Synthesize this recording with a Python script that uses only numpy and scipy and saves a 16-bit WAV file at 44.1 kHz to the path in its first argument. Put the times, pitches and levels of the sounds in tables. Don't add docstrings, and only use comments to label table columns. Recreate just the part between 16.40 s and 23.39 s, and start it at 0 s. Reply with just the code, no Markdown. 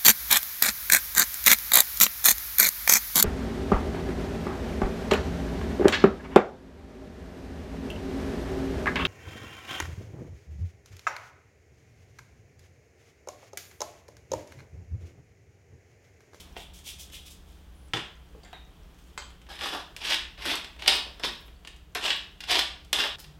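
import sys
import numpy as np
from scipy import signal
from scipy.fft import rfft, irfft, next_fast_len
from scipy.io import wavfile
from scipy.ndimage import uniform_filter1d

SR = 44100
rng = np.random.default_rng(int(sys.argv[2]) if len(sys.argv) > 2 else 0)


def wrap_up_sound(samples):
    columns = np.atleast_2d(samples).T
    tamed = np.clip(columns, -1, 1)
    steps = np.round(tamed * 32767).astype(np.int16)
    wavfile.write(sys.argv[1], SR, steps)


def invert_db(level):
    return 10 ** (np.asarray(level, dtype=float) / 20)


N = 308259
TIME = np.arange(N) / SR
SIZE = next_fast_len(N + SR)
HZ = np.maximum(np.fft.rfftfreq(SIZE, 1 / SR), 1)
SCENE_CHANGE_S = 6.759

# start in seconds, rise in seconds, hold in seconds, level in dB, brightness in dB.
PALM_STROKES = [(-.02, 0.013, 0.017, -48, 2), (.165, 0.0057, 0.062, -45, -4.5),
                (.333, 0.0031, .065, -56, 6.5), (.44, 0.028, 0.042, -41, 2.5), (.583, 0.012, 0.032, -49, 8),
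                (.714, 0.025, 0.021, -41.5, -1), (.8, 0.016, 0.024, -60, 1), (.85, 0.015, 0.016, -49.5, 2),
                (.9, 0.0088, 0.013, -59.5, 12.5), (1.05, 0.042, 0.17, -66, 4), (2.578, .006, 0.053, -68, 5),
                (2.64, 0.036, .07, -65.5, -0.5)]
# frequency in Hz, level in dB per Hz.
SKIN_COLOUR = [(710, -56), (1200, -34), (1950, -10.5), (2130, -6), (2350, -3.5), (3150, 1), (4220, -10.5),
               (12700, -18.5), (16000, -22)]
# frequency in Hz, level in dB per Hz.
AIR_COLOUR = [(12, -46.5), (20, -7), (63, 2.5), (86, -11), (104, -12), (182, -14), (270, -22), (446, -23),
              (499, -27.5), (718, -27.5), (849, -30), (1220, -31.5), (7520, -44.5), (9670, -47.5),
              (16000, -46.5)]
# frequency in Hz, level in dB.
FRIDGE_HUM = [(43, -65.5), (60, -57), (120, -84), (148, -70), (180, -67), (300, -74)]
# frequency in Hz, time to fade by 60 dB in seconds.
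ECHO_FADE = [(150, 0.32), (1400, 0.47), (3700, 0.43), (9000, 0.33), (16000, 0.17)]
# time in seconds, peak in dB, pitch in Hz.
POT_TICKS = [(0.1271, -49, 5760), (1.4844, -47, 8200), (1.7544, -53, 6430), (1.8894, -57, 6800),
             (1.958, -56, 6800), (2.251, -53, 6200), (2.4339, -53, 5590), (2.5456, -51, 6370),
             (2.6404, -51, 6600), (2.6773, -54, 7500), (2.9044, -52, 7790), (3.0046, -66, 6660),
             (4.744, -52, 5400), (4.9525, -45, 11500), (6.0525, -48, 7800), (5.9174, -60, 5840),
             (5.5227, -58, 7000), (6.468, -58, 12000), (2.309, -56, 3200), (2.369, -57, 3400),
             (2.678, -56, 10500), (2.686, -58, 8000), (3.994, -52, 10500)]
# time in seconds, peak in dB, body relative to the peak
# in dB, treble relative to the peak in dB, length in seconds.
HOB_KNOCKS = [(0.165, -25.5, -4, -30, 0.0021), (0.389, -42.5, -9, 2, 0.0023),
              (0.4693, -39, -2, -12, 0.0023), (0.6994, -42, -5, -5, 0.003), (0.733, -40, -5, -6, 0.0049),
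              (1.5345, -11, -13.5, -21.5, 0.0033), (1.5474, -35, -11, -27, 0.0025),
              (1.568, -22, -9, -27, 0.009), (1.602, -27, -13, -30, 0.0032), (1.949, -55.5, 15, -11, 0.0017),
              (2.037, -55, -8, 4, 0.0023), (2.129, -32, 1, -24, 0.0013), (2.587, -49.5, -12, -12, 0.0038),
              (2.7771, -17.5, -5, -10.5, 0.00056), (2.904, -41, -3, -22, 0.0027),
              (3.015, -42.5, -6, -9, 0.0035), (3.065, -44, -8, -16, 0.0049), (0.158, -42, -11, -17, 0.0055),
              (4.363, -40, -0.5, -16, 0.0038), (5.08, -41.5, -4, -25, 0.0048),
              (4.665, -44, 9.5, -20, 0.0051)]
# frequency in Hz, level in dB per Hz.
WOOD_COLOUR = [(120, -46), (200, -9), (328, -6.5), (659, -7.5), (806, -3), (1230, -5), (1350, -4.5),
               (3370, -3), (4270, -15.5), (8120, -28), (16000, -48.5)]
RATTLE_TIMES = [.167, 1.949, 2.035, 2.048, 2.131, 2.777, 4.05, 4.838]
# pitch in Hz, width in Hz, level in dB,
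# time to fade by 60 dB in seconds.
RATTLING_THINGS = [
    [(560, 410, -43, 0.071)],
    [(370.37, 190, -47, 0.13)],
    [(4540, 660, -53.5, .06), (600, 350, -55, 0.11)],
    [(7240, 900, -57, .05), (1760, 700, -58, 0.36), (3500, 650, -60.5, 0.22)],
    [(860, 470, -38, 0.031), (1800, 1500, -50.5, 0.22), (3760, 400, -53, 0.24)],
    [(1410, 1800, -41, 0.058), (3200, 150, -54, 0.2), (4660, 700, -47, 0.2), (6500, 1600, -47, 0.19),
     (7800, 320, -44, 0.082)],
    [(320, 130, -42.5, 0.52)],
    [(319, 320, -38, 0.17)],
]
# time in seconds, peak in dB, pitch in Hz,
# time to fade by 60 dB in seconds.
RINGING_PARTS = [(.167, -43, 690, 0.097), (2.131, -49, 784, 0.032), (2.777, -40, 1034, 0.05),
                 (2.777, -41, 2118, 0.058), (2.779, -46, 3200, 0.17), (2.779, -44, 3130, 0.17),
                 (2.778, -46, 4140, .08), (2.778, -57, 4580, .3), (3.259, -48, 11300, .03),
                 (3.274, -50, 11500, .03), (3.705, -39, 8000, .035), (3.733, -49, 14700, .04),
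                 (4.154, -37, 8030, .025), (4.244, -49.5, 7470, .05), (4.477, -25, 8700, 0.018),
                 (5.549, -32, 11600, 0.013), (2.7772, -27, 1500, .012), (2.778, -42.5, 578, 0.089),
                 (2.779, -54, 7700, 0.28), (.168, -48, 560, .1), (6.1135, -35, 14600, .06),
                 (4.03, -46, 5500, .1), (2.779, -52, 13000, .02), (2.903, -64, 10300, .06),
                 (5.16, -60, 4500, .035)]
# (frequency in Hz, width in Hz, change in dB).
GRIP_RESONANCES = [(1.53, [(2380, 270, -2), (3250, 480, 1.5), (3750, 250, -7), (4830, 500, 2)]), (1.9, []),
                   (3.08, [(350, 180, 2), (1700, 280, 3), (4440, 1000, -1.5), (6700, 720, -1),
                   (11200, 1500, 2.5)]), (3.55, [(1900, 400, -3), (2450, 260, 6.5), (3700, 350, -4)]),
                   (3.635, [(800, 300, -4), (1150, 300, 3), (7500, 600, -2), (11300, 1600, -4),
                   (8060, 370, 1)]), (3.97, [(2000, 800, 2), (760, 300, -4.5), (3100, 300, -3.5),
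                   (6840, 1200, -2.5), (13200, 1500, 2.5)]), (4.38, [(8400, 800, 2.5), (5200, 900, -4)]),
                   (4.472, [(1700, 400, -2.5), (5000, 300, 4.5), (4640, 1400, 3), (6600, 1400, -4),
                   (9000, 700, 4.5), (13000, 4000, -2.5)]), (4.79, [(2780, 600, -2.5), (1920, 250, 1),
                   (5240, 800, 2.5), (7800, 830, 0), (10400, 1000, 3)]), (5.24, [(2700, 900, 1),
                   (5280, 1200, -7.5), (7600, 2200, 3.5), (12000, 5000, -8)]), (5.54, [(1990, 1000, 6),
                   (3100, 510, -11)]), (5.605, [(1080, 190, 1), (2200, 450, -2), (2970, 600, 4),
                   (7700, 1200, 6.5), (9300, 600, -6), (12200, 1500, -1.5)]), (5.99, [(1460, 210, 2.5),
                   (4850, 1300, 2.5), (12000, 900, -5), (14600, 700, 5)]), (6.5, [(1800, 300, 4),
                   (3500, 450, 3.5), (2260, 710, -2.5), (4400, 900, -2), (780, 300, -1.5),
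                   (9450, 600, -5)]), (6.77, [(4750, 600, 5.5), (3200, 900, 0.5), (9050, 2000, 1)])]
# frequency in Hz, level in dB, time to fade by 60 dB in seconds.
COUNTER_MODES = [(118, -31.5, 0.22), (154, -39.5, 0.38), (319.5, -35, 0.24), (357, -44.5, 0.5),
                 (793, -28.5, 0.092)]
# start in seconds, rise in seconds, hold in seconds, level in dB,
# brightness in dB.
CLOTH_STROKES = [
    (1.538, 0.003, 0.029, -34.5, 1.5),
    (2.03, 0.0075, 0.037, -54.5, 0),
    (2.126, .006, 0.047, -60, 3),
    (2.778, 0.0021, 0.0041, -57, 1),
    (2.85, .04, 0.055, -61, 2),
]
# time in seconds, peak in dB.
HUSK_SHARDS = [(1.5385, -20), (1.5425, -22), (1.594, -28), (4.021, -26), (4.077, -20), (4.095, -21),
               (4.103, -21), (4.112, -22), (4.481, -10), (4.507, -17), (4.512, -17), (4.56, -20),
               (5.68, -17), (5.716, -18), (6.531, -14), (6.589, -18), (6.606, -19), (6.646, -18),
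               (6.099, -17), (6.216, -20), (4.832, -30)]
# frequency in Hz, level in dB per Hz.
MILL_COLOUR = [(88, -50.5), (150, -20.5), (315, -7), (475, -9.5), (774, -4), (1080, -3.5), (1310, -4.5),
               (1760, 1.5), (2100, 0), (3350, 0.5), (5150, -13), (6640, -20), (8070, -24), (14200, -30.5),
               (16000, -45.5)]
# frequency in Hz, width in Hz, gain in dB.
BURR_RESONANCES = [(1700, 98, 1), (2880, 190, 3), (3660, 210, -0.5), (3880, 28, 0), (5140, 1300, 5),
                   (8200, 740, 4.5), (11000, 1400, 4.5), (14600, 600, 3)]
# start in seconds, rise in seconds,
# hold in seconds, level in dB, brightness in dB.
SLACK_STROKES = [(3.087, 0.0063, 0.071, -40.5, 1), (3.563, 0.0028, 0.074, -45.5, -7),
                 (3.978, .003, 0.023, -44, -3), (4.385, 0.0077, 0.061, -39, 0.5),
                 (4.795, 0.0044, 0.016, -45, -13), (5.549, 0.0028, 0.02, -27.5, -2.5),
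                 (6.004, 0.0024, 0.023, -50, -1), (6.528, 0.0017, 0.02, -29, -2),
                 (6.783, 0.012, 0.0073, -48.5, 16.5), (6.84, 0.0055, 0.035, -63, 1)]
# time in seconds, peak in dB, body relative to the
# peak in dB, grit relative to the peak in dB.
CAP_CLACKS = [(3.088, -45, 2.5, -18), (3.5637, -31.5, -14, -5.5), (3.9765, -42, -29, -28),
              (4.3935, -42, -1, -15.5), (4.7955, -40, -7, -10), (5.2482, -37, -3.5, -14),
              (5.5493, -25, -20, -5.5), (6.0045, -29.5, -12, -11.5), (6.5287, -13.5, -8, -4),
              (6.7844, -50, 8, 0)]
# start in seconds, rise in seconds, hold in seconds, crunch in dB,
# brightness in dB.
MILL_TWISTS = [
    (3.183, 0.025, 0.16, -29, -0.5),
    (3.605, 0.067, 0.075, -25.5, 2.5),
    (4.01, 0.063, 0.06, -24, 0),
    (4.466, 0.01, 0.082, -24.5, 2),
    (4.826, 0.018, 0.0083, -26.5, 0),
    (5.268, 0.002, 0.0034, -48, 0.5),
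    (5.61, 0.036, 0.055, -25.5, 1),
    (6.072, 0.036, 0.088, -23, 1),
    (6.54, 0.052, 0.061, -25.5, -0.5),
]
# time in seconds, peak in dB, body relative to the peak in dB,
# grit relative to the peak in dB.
CORN_SNAPS = [(3.1896, -33, -22.5, -15), (3.2095, -27.5, -35, -20), (3.2579, -34.5, 9, -3),
              (3.6165, -39, -2, -19), (3.7014, -20, -35, -15), (3.7212, -16.5, -12, -23),
              (3.7422, -17, -12, -11), (4.0214, -34, -18, -18), (4.0538, -34, 10, 2.5),
              (4.154, -30, -31, 0.5), (4.2444, -29.5, -5, -15), (4.4213, -25.5, -7, -19),
              (4.4604, -21, -9, -22), (4.4772, -7.5, -13, -8.5), (4.4974, -26, -22, -29),
              (4.835, -18.5, -9, -24), (4.8454, -22, -0.5, -13.5), (5.2728, -32.5, -12, -8),
              (5.362, -54, -17, 0.5), (5.679, -24, -20, -20), (5.7036, -15, -12.5, -29),
              (6.0372, -30.5, -9.5, -14), (6.1075, -17, -17, -13), (6.1136, -16, -3.5, -9.5),
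              (6.1538, -17.5, -6.5, -12), (6.1914, -16, -11.5, -7.5), (6.447, -55, -2, 3),
              (6.5849, -23, -6, -14), (6.6026, -19.5, -18, -18), (6.8412, -42, -9.5, -8)]
# time in seconds, peak in dB, body relative to the peak in dB,
# grit relative to the peak in dB.
SMALL_CRACKS = [(3.1167, -37, -4, -6), (3.2736, -25, -14, -16), (3.6263, -27, -6, -21),
                (3.6509, -18, -22, -17), (3.7332, -14, -10, -14), (3.793, -22.5, -26, -28),
                (3.8074, -26, -20, -26), (3.9787, -43, -16, -25), (4.0247, -37, -12, -18),
                (4.0604, -16, -12, -13), (4.1725, -24, -18, -24), (4.1816, -29, -11, -18),
                (4.218, -34, -9, -25), (4.3895, -41, -12, -19), (4.396, -35, -18, -19),
                (4.49, -15, -18, -22), (4.4979, -14, -22.5, -19), (4.5384, -26, -20, -9),
                (4.7968, -34, -12.5, -5), (4.8016, -41, -10.5, -14), (4.8408, -19, -16.5, -18),
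                (4.8735, -25, -9.5, -19), (5.2488, -40, -13, -14), (5.2741, -38, -18, -10),
                (5.5552, -20.5, 0, -16), (5.6126, -27, -15, -13), (5.6497, -22, -11, -7),
                (5.655, -21, -16, -13), (5.6596, -13, -15, -19), (5.7097, -18, -8, -24),
                (5.715, -22, -18, -25), (5.727, -21, -21, -26), (5.7445, -22, -31, -23),
                (5.7636, -25, -17, -23), (5.8334, -39, -18, -27), (6.015, -44, -26, -25),
                (6.1267, -24, -19, -18), (6.1448, -16, -13, -22), (6.1593, -13, -15, -17),
                (6.1703, -25, -18, -19), (6.2117, -21, -16, -22), (6.2547, -25, -9, -27),
                (6.262, -38, -14, -21), (6.5347, -23, -5, -12), (6.5615, -21, -15, -17),
                (6.6383, -12.5, -22, -17), (6.6887, -28, -27, -26), (6.72, -31, -15, -29)]
# start in seconds, rise in seconds, hold in seconds, level in dB,
# brightness in dB.
DUST_PUFFS = [(4.555, .006, .006, -46, 0), (4.915, .008, .01, -59, 0), (4.998, .008, .012, -61, 0),
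              (5.052, 0.0089, .018, -63, 0), (5.76, 0.0033, 0.0056, -55, 0.5),
              (6.638, .003, 0.0087, -54, 0), (6.795, .003, 0.0066, -49, 0), (3.33, .005, 0.0091, -55, 0)]
# frequency in Hz, level in dB.
POWDER_COLOUR = [(5000, -38), (8500, -9), (10500, -2.5), (13000, 0), (16000, -1.5)]

# swell in dB, sag in dB per second, release in dB per second.
PALM_MOTION, CLOTH_MOTION = (15.6, 85, 440), (5.7, 54, 280)
SLACK_MOTION, TWIST_MOTION = (17, 20, 660), (16.4, 21.7, 310)
DUST_MOTION = (10, 30, 2600)
THINNING = 0.82
CRACK_DB = -5.5


def unit(x):
    return x / np.sqrt(np.mean(x ** 2))


def unit_response(response):
    return response / np.sqrt(np.mean(abs(response) ** 2))


def shape(table):
    hz, value = np.transpose(table)
    return np.interp(np.log(HZ), np.log(hz), value)


def causal(db):
    cepstrum = irfft(db * np.log(10) / 20, SIZE)
    cepstrum[1:SIZE // 2] *= 2
    cepstrum[SIZE // 2 + 1:] = 0
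    return np.exp(rfft(cepstrum))


def through(x, response):
    return irfft(rfft(x, SIZE) * response, SIZE)[:N]


def peak(hz, width_hz):
    return 1 / (1 + (2 * (HZ - hz) / width_hz) ** 2)


def body_parts(colour_db, low_hz, high_hz):
    low = 1 / (1 + (HZ / low_hz) ** 6)
    high = 1 / (1 + (high_hz / HZ) ** 10)
    shares = (1 - low - high, low, high)
    return [unit_response(causal(colour_db + 10 * np.log10(share + 1e-6))) for share in shares]


def feed(drive, gain, parts):
    return sum(through(drive * g, part) for g, part in zip(gain, parts))


def walk(rate):
    k = int(SR / rate)
    steps = np.repeat(rng.standard_normal(N // k + 1), k)
    return unit(uniform_filter1d(uniform_filter1d(steps, k), k)[:N])


def stroke_gains(strokes, motion, *parts_db):
    swell_db, sag_db_s, release_db_s = motion
    out = np.zeros((1 + len(parts_db), N))
    for start_s, rise_s, hold_s, db, bright_db in strokes:
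        first = int(start_s * SR)
        span = slice(max(first, 0), first + 3 * SR // 4)
        age = TIME[span] - start_s
        rise_s = max(rise_s, .001)
        swell = swell_db * np.clip(1 - age / rise_s, 0, 1)
        sag = sag_db_s * np.clip(age - rise_s, 0, hold_s)
        release = release_db_s * np.maximum(age - rise_s - hold_s, 0)
        strength = (age > 0) * invert_db(db - swell - sag - release)
        balance = invert_db([0] + [part_db + share * bright_db for part_db, share in parts_db])
        out[:, span] += np.outer(balance, strength)
    return out


def grains(per_s, spread_db, length_s, smooth):
    happens = rng.random(N) < per_s / SR
    size = happens * invert_db(np.minimum(spread_db * rng.exponential(size=N), 15))
    burst = signal.lfilter([1], [1, -np.exp(-1 / (length_s * SR))], size)
    return unit((unit(burst) + smooth) * rng.standard_normal(N))


def bursts(events, parts):
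    drive = np.zeros((3, N))
    age = TIME[:2048]
    for s, db, low_db, high_db, length_s in events:
        attack = np.minimum(age / (.3 * length_s), 1)
        decay = np.exp(-age / np.clip(length_s, .0005, .01))
        spectrum = rfft(rng.standard_normal(2048) * attack * decay)
        even = spectrum / np.sqrt(uniform_filter1d(abs(spectrum) ** 2, size=24))
        crack = irfft(even) * np.sqrt(length_s * SR / 2)
        strength = invert_db(db + np.array([[0], [low_db], [high_db]]))
        drive[:, int(s * SR):][:, :2048] += strength * crack
    return feed(0.89, drive, parts)


def palms():
    hollow_db = 3.2 * peak(3350, width_hz=360)
    middle, _, high = body_parts(shape(SKIN_COLOUR) + hollow_db, low_hz=1000, high_hz=4940)
    salt = grains(per_s=1300, spread_db=-5.0, length_s=0.0015, smooth=1.0)
    strokes = stroke_gains(PALM_STROKES, PALM_MOTION, (0, 1))
    return invert_db(-5.0) * feed(salt, strokes, (middle, high))


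def wavering_tone(hz, db, waver_db):
    return invert_db(db + waver_db * walk(2.7)) * np.sqrt(2) * np.sin(2 * np.pi * hz * TIME)


def narrow_noise(response):
    return unit(through(rng.standard_normal(N), response))


def background():
    mic_db = 5.7 * peak(3220, width_hz=800)
    middle, low, _ = body_parts(shape(AIR_COLOUR) + mic_db, low_hz=280, high_hz=18000)
    rumble = through(rng.standard_normal(N), low) * invert_db(-53.5 + 0.59 * walk(9.6))
    hiss = through(rng.standard_normal(N), middle) * invert_db(-60.5 + 1.1 * walk(5.9))
    hum = sum(wavering_tone(hz, db, 1.35) for hz, db in FRIDGE_HUM)
    fan = wavering_tone(75.5, -56 - 9 * (TIME > 1.4), 0.53)
    open_valve = np.clip(np.minimum(TIME - 1.34, 1.5 - TIME) / 0.017, 0, 1)
    whistle = invert_db(-72) * open_valve * narrow_noise(peak(9900, width_hz=1500) ** 2)
    drone = invert_db(-54.5) * (TIME > SCENE_CHANGE_S) * narrow_noise(peak(146.6, width_hz=11))
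    return rumble + hiss + hum + fan + whistle + drone


def echo():
    age = TIME[:SR // 2 + SR // 4]
    sparse = invert_db(2.84 * np.exp(-age / 0.082) * rng.standard_normal(len(age)))
    ring_db = 4.6 * peak(3640, width_hz=790)
    noise = rfft(sparse * rng.standard_normal(len(age)), SIZE) * invert_db(ring_db)
    tail = 0
    for k, (_, t60) in enumerate(ECHO_FADE):
        share = shape([(hz, 1. * (j == k)) for j, (hz, _) in enumerate(ECHO_FADE)])
        tail = tail + irfft(noise * share, SIZE)[:len(age)] * 1000. ** (-age / t60)
    tail = tail * np.clip((age - .0015) / 0.00052, 0, 1)
    return rfft(tail / np.sqrt(np.sum(tail ** 2)), SIZE)


def kitchen(dry, echoes):
    turn = 2 * np.pi * 1.5 * TIME
    first = through(dry * np.cos(turn), echoes[0])
    second = through(dry * np.sin(turn), echoes[1])
    return dry + invert_db(-3.5) * (first + second)


def ticks():
    out, age = np.zeros(N), TIME[:400]
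    for s, db, hz in POT_TICKS:
        out[int(s * SR):][:400] += invert_db(db) * np.sin(2 * np.pi * hz * age) * np.exp(-age * hz / 3.6)
    return invert_db(0.5) * out


def woodwork():
    return body_parts(shape(WOOD_COLOUR), low_hz=980, high_hz=7000)


def knocks(wood):
    return invert_db(-5.5) * bursts(HOB_KNOCKS, wood)


def rattles():
    out = np.zeros(N)
    for s, thing in zip(RATTLE_TIMES, RATTLING_THINGS):
        for hz, width_hz, db, t60 in thing:
            fade = (TIME >= s) * 1000. ** (-np.maximum(TIME - s, 0) / t60)
            out += invert_db(db) * narrow_noise(peak(hz, width_hz)) * fade
    return out


def pings():
    out, age = np.zeros(N), TIME[:SR // 4]
    for s, db, hz, t60 in RINGING_PARTS:
        out[int(s * SR):][:len(age)] += invert_db(db) * np.sin(2 * np.pi * hz * age) * 1000. ** (-age / t60)
    return out


def held(x):
    edges = [int(s * SR) for s, _ in GRIP_RESONANCES] + [N]
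    out = x.copy()
    for start, end, (_, resonances) in zip(edges, edges[1:], GRIP_RESONANCES):
        for hz, width_hz, db in resonances:
            resonance = signal.lfilter(*signal.iirpeak(hz, hz / width_hz, SR), out[start:end])
            out[start:end] += (invert_db(db) - 1) * resonance
    return out


def boom():
    age = np.maximum(TIME - 1.537, 0)
    swell = np.minimum(age / 0.0051, 1)
    return swell * sum(invert_db(db) * np.sin(2 * np.pi * hz * age) * 1000. ** (-age / t60)
                       for hz, db, t60 in COUNTER_MODES)


def rustle(wood):
    rubbing = grains(per_s=1000, spread_db=-3.0, length_s=0.00084, smooth=0.42)
    strokes = stroke_gains(CLOTH_STROKES, CLOTH_MOTION, (3.5, -THINNING), (-12, 1))
    return invert_db(-7.0) * feed(rubbing, strokes, wood)


def mill_body():
    small_body_db = -10 * np.log10(1 + (220 / HZ) ** 6)
    burrs_db = sum(db * peak(hz, width_hz) for hz, width_hz, db in BURR_RESONANCES)
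    return body_parts(shape(MILL_COLOUR) + small_body_db + burrs_db, low_hz=1450, high_hz=6350)


def shards(body):
    body_db, grit_db, length_s = -14, -16, .0012
    return invert_db(CRACK_DB) * bursts([(*row, body_db, grit_db, length_s) for row in HUSK_SHARDS], body)


def bore_ring(force):
    bore = causal(20 * np.log10(peak(3203, width_hz=899) + 1e-3))
    tipping_db = -9 + 7 * (TIME - 7.5)
    return through(force * invert_db(tipping_db + 3.4 * walk(25)), unit_response(bore))


def mill(body):
    stutter = invert_db(2.0 * walk(70))
    crunch = grains(per_s=900, spread_db=1.6, length_s=0.0024, smooth=1.0)
    spitting = grains(per_s=340, spread_db=7.0, length_s=0.0011, smooth=0.35)
    grit = 0.94 * crunch + 0.74 * spitting
    balance = (-4.5, -THINNING), (-15.5, 1)
    strokes = stroke_gains(MILL_TWISTS, TWIST_MOTION, *balance)
    strokes += stroke_gains(SLACK_STROKES, SLACK_MOTION, *balance)
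    force = strokes * stutter * [crunch, crunch * invert_db(2.1 * walk(30)), grit]
    grinding = bore_ring(force[0]) + feed(0.92, force, body)
    snaps = bursts([(*row, 0.0036) for row in CAP_CLACKS + CORN_SNAPS], body)
    return invert_db(-4.5) * grinding + invert_db(-0.5) * snaps


def cracks(body):
    return invert_db(CRACK_DB) * bursts([(*row, .002) for row in SMALL_CRACKS], body)


def dust():
    puffs = stroke_gains(DUST_PUFFS, DUST_MOTION)[0] * rng.standard_normal(N)
    return through(puffs, unit_response(causal(shape(POWDER_COLOUR))))


def scene():
    body, wood = mill_body(), woodwork()
    echoes = echo(), echo()
    things = knocks(wood) + rustle(wood) + rattles() + ticks()
    in_hand = held(mill(body) + cracks(body) + things)
    dry = palms() + in_hand + dust() + pings() + shards(body)
    early = TIME < SCENE_CHANGE_S
    before = kitchen(dry * early, echoes) * early
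    after = kitchen(dry * ~early, echoes)
    return (before + after + boom() + background())[None]


def band_limit(x):
    return signal.sosfilt(signal.butter(12, 16650, fs=SR, output="sos"), x)


def record(dry):
    top_cut = signal.ellip(6, .2, 30, 15900, fs=SR, output="sos")
    return band_limit(signal.sosfilt(top_cut, dry))


dry = scene()
out = record(dry)
wrap_up_sound(out)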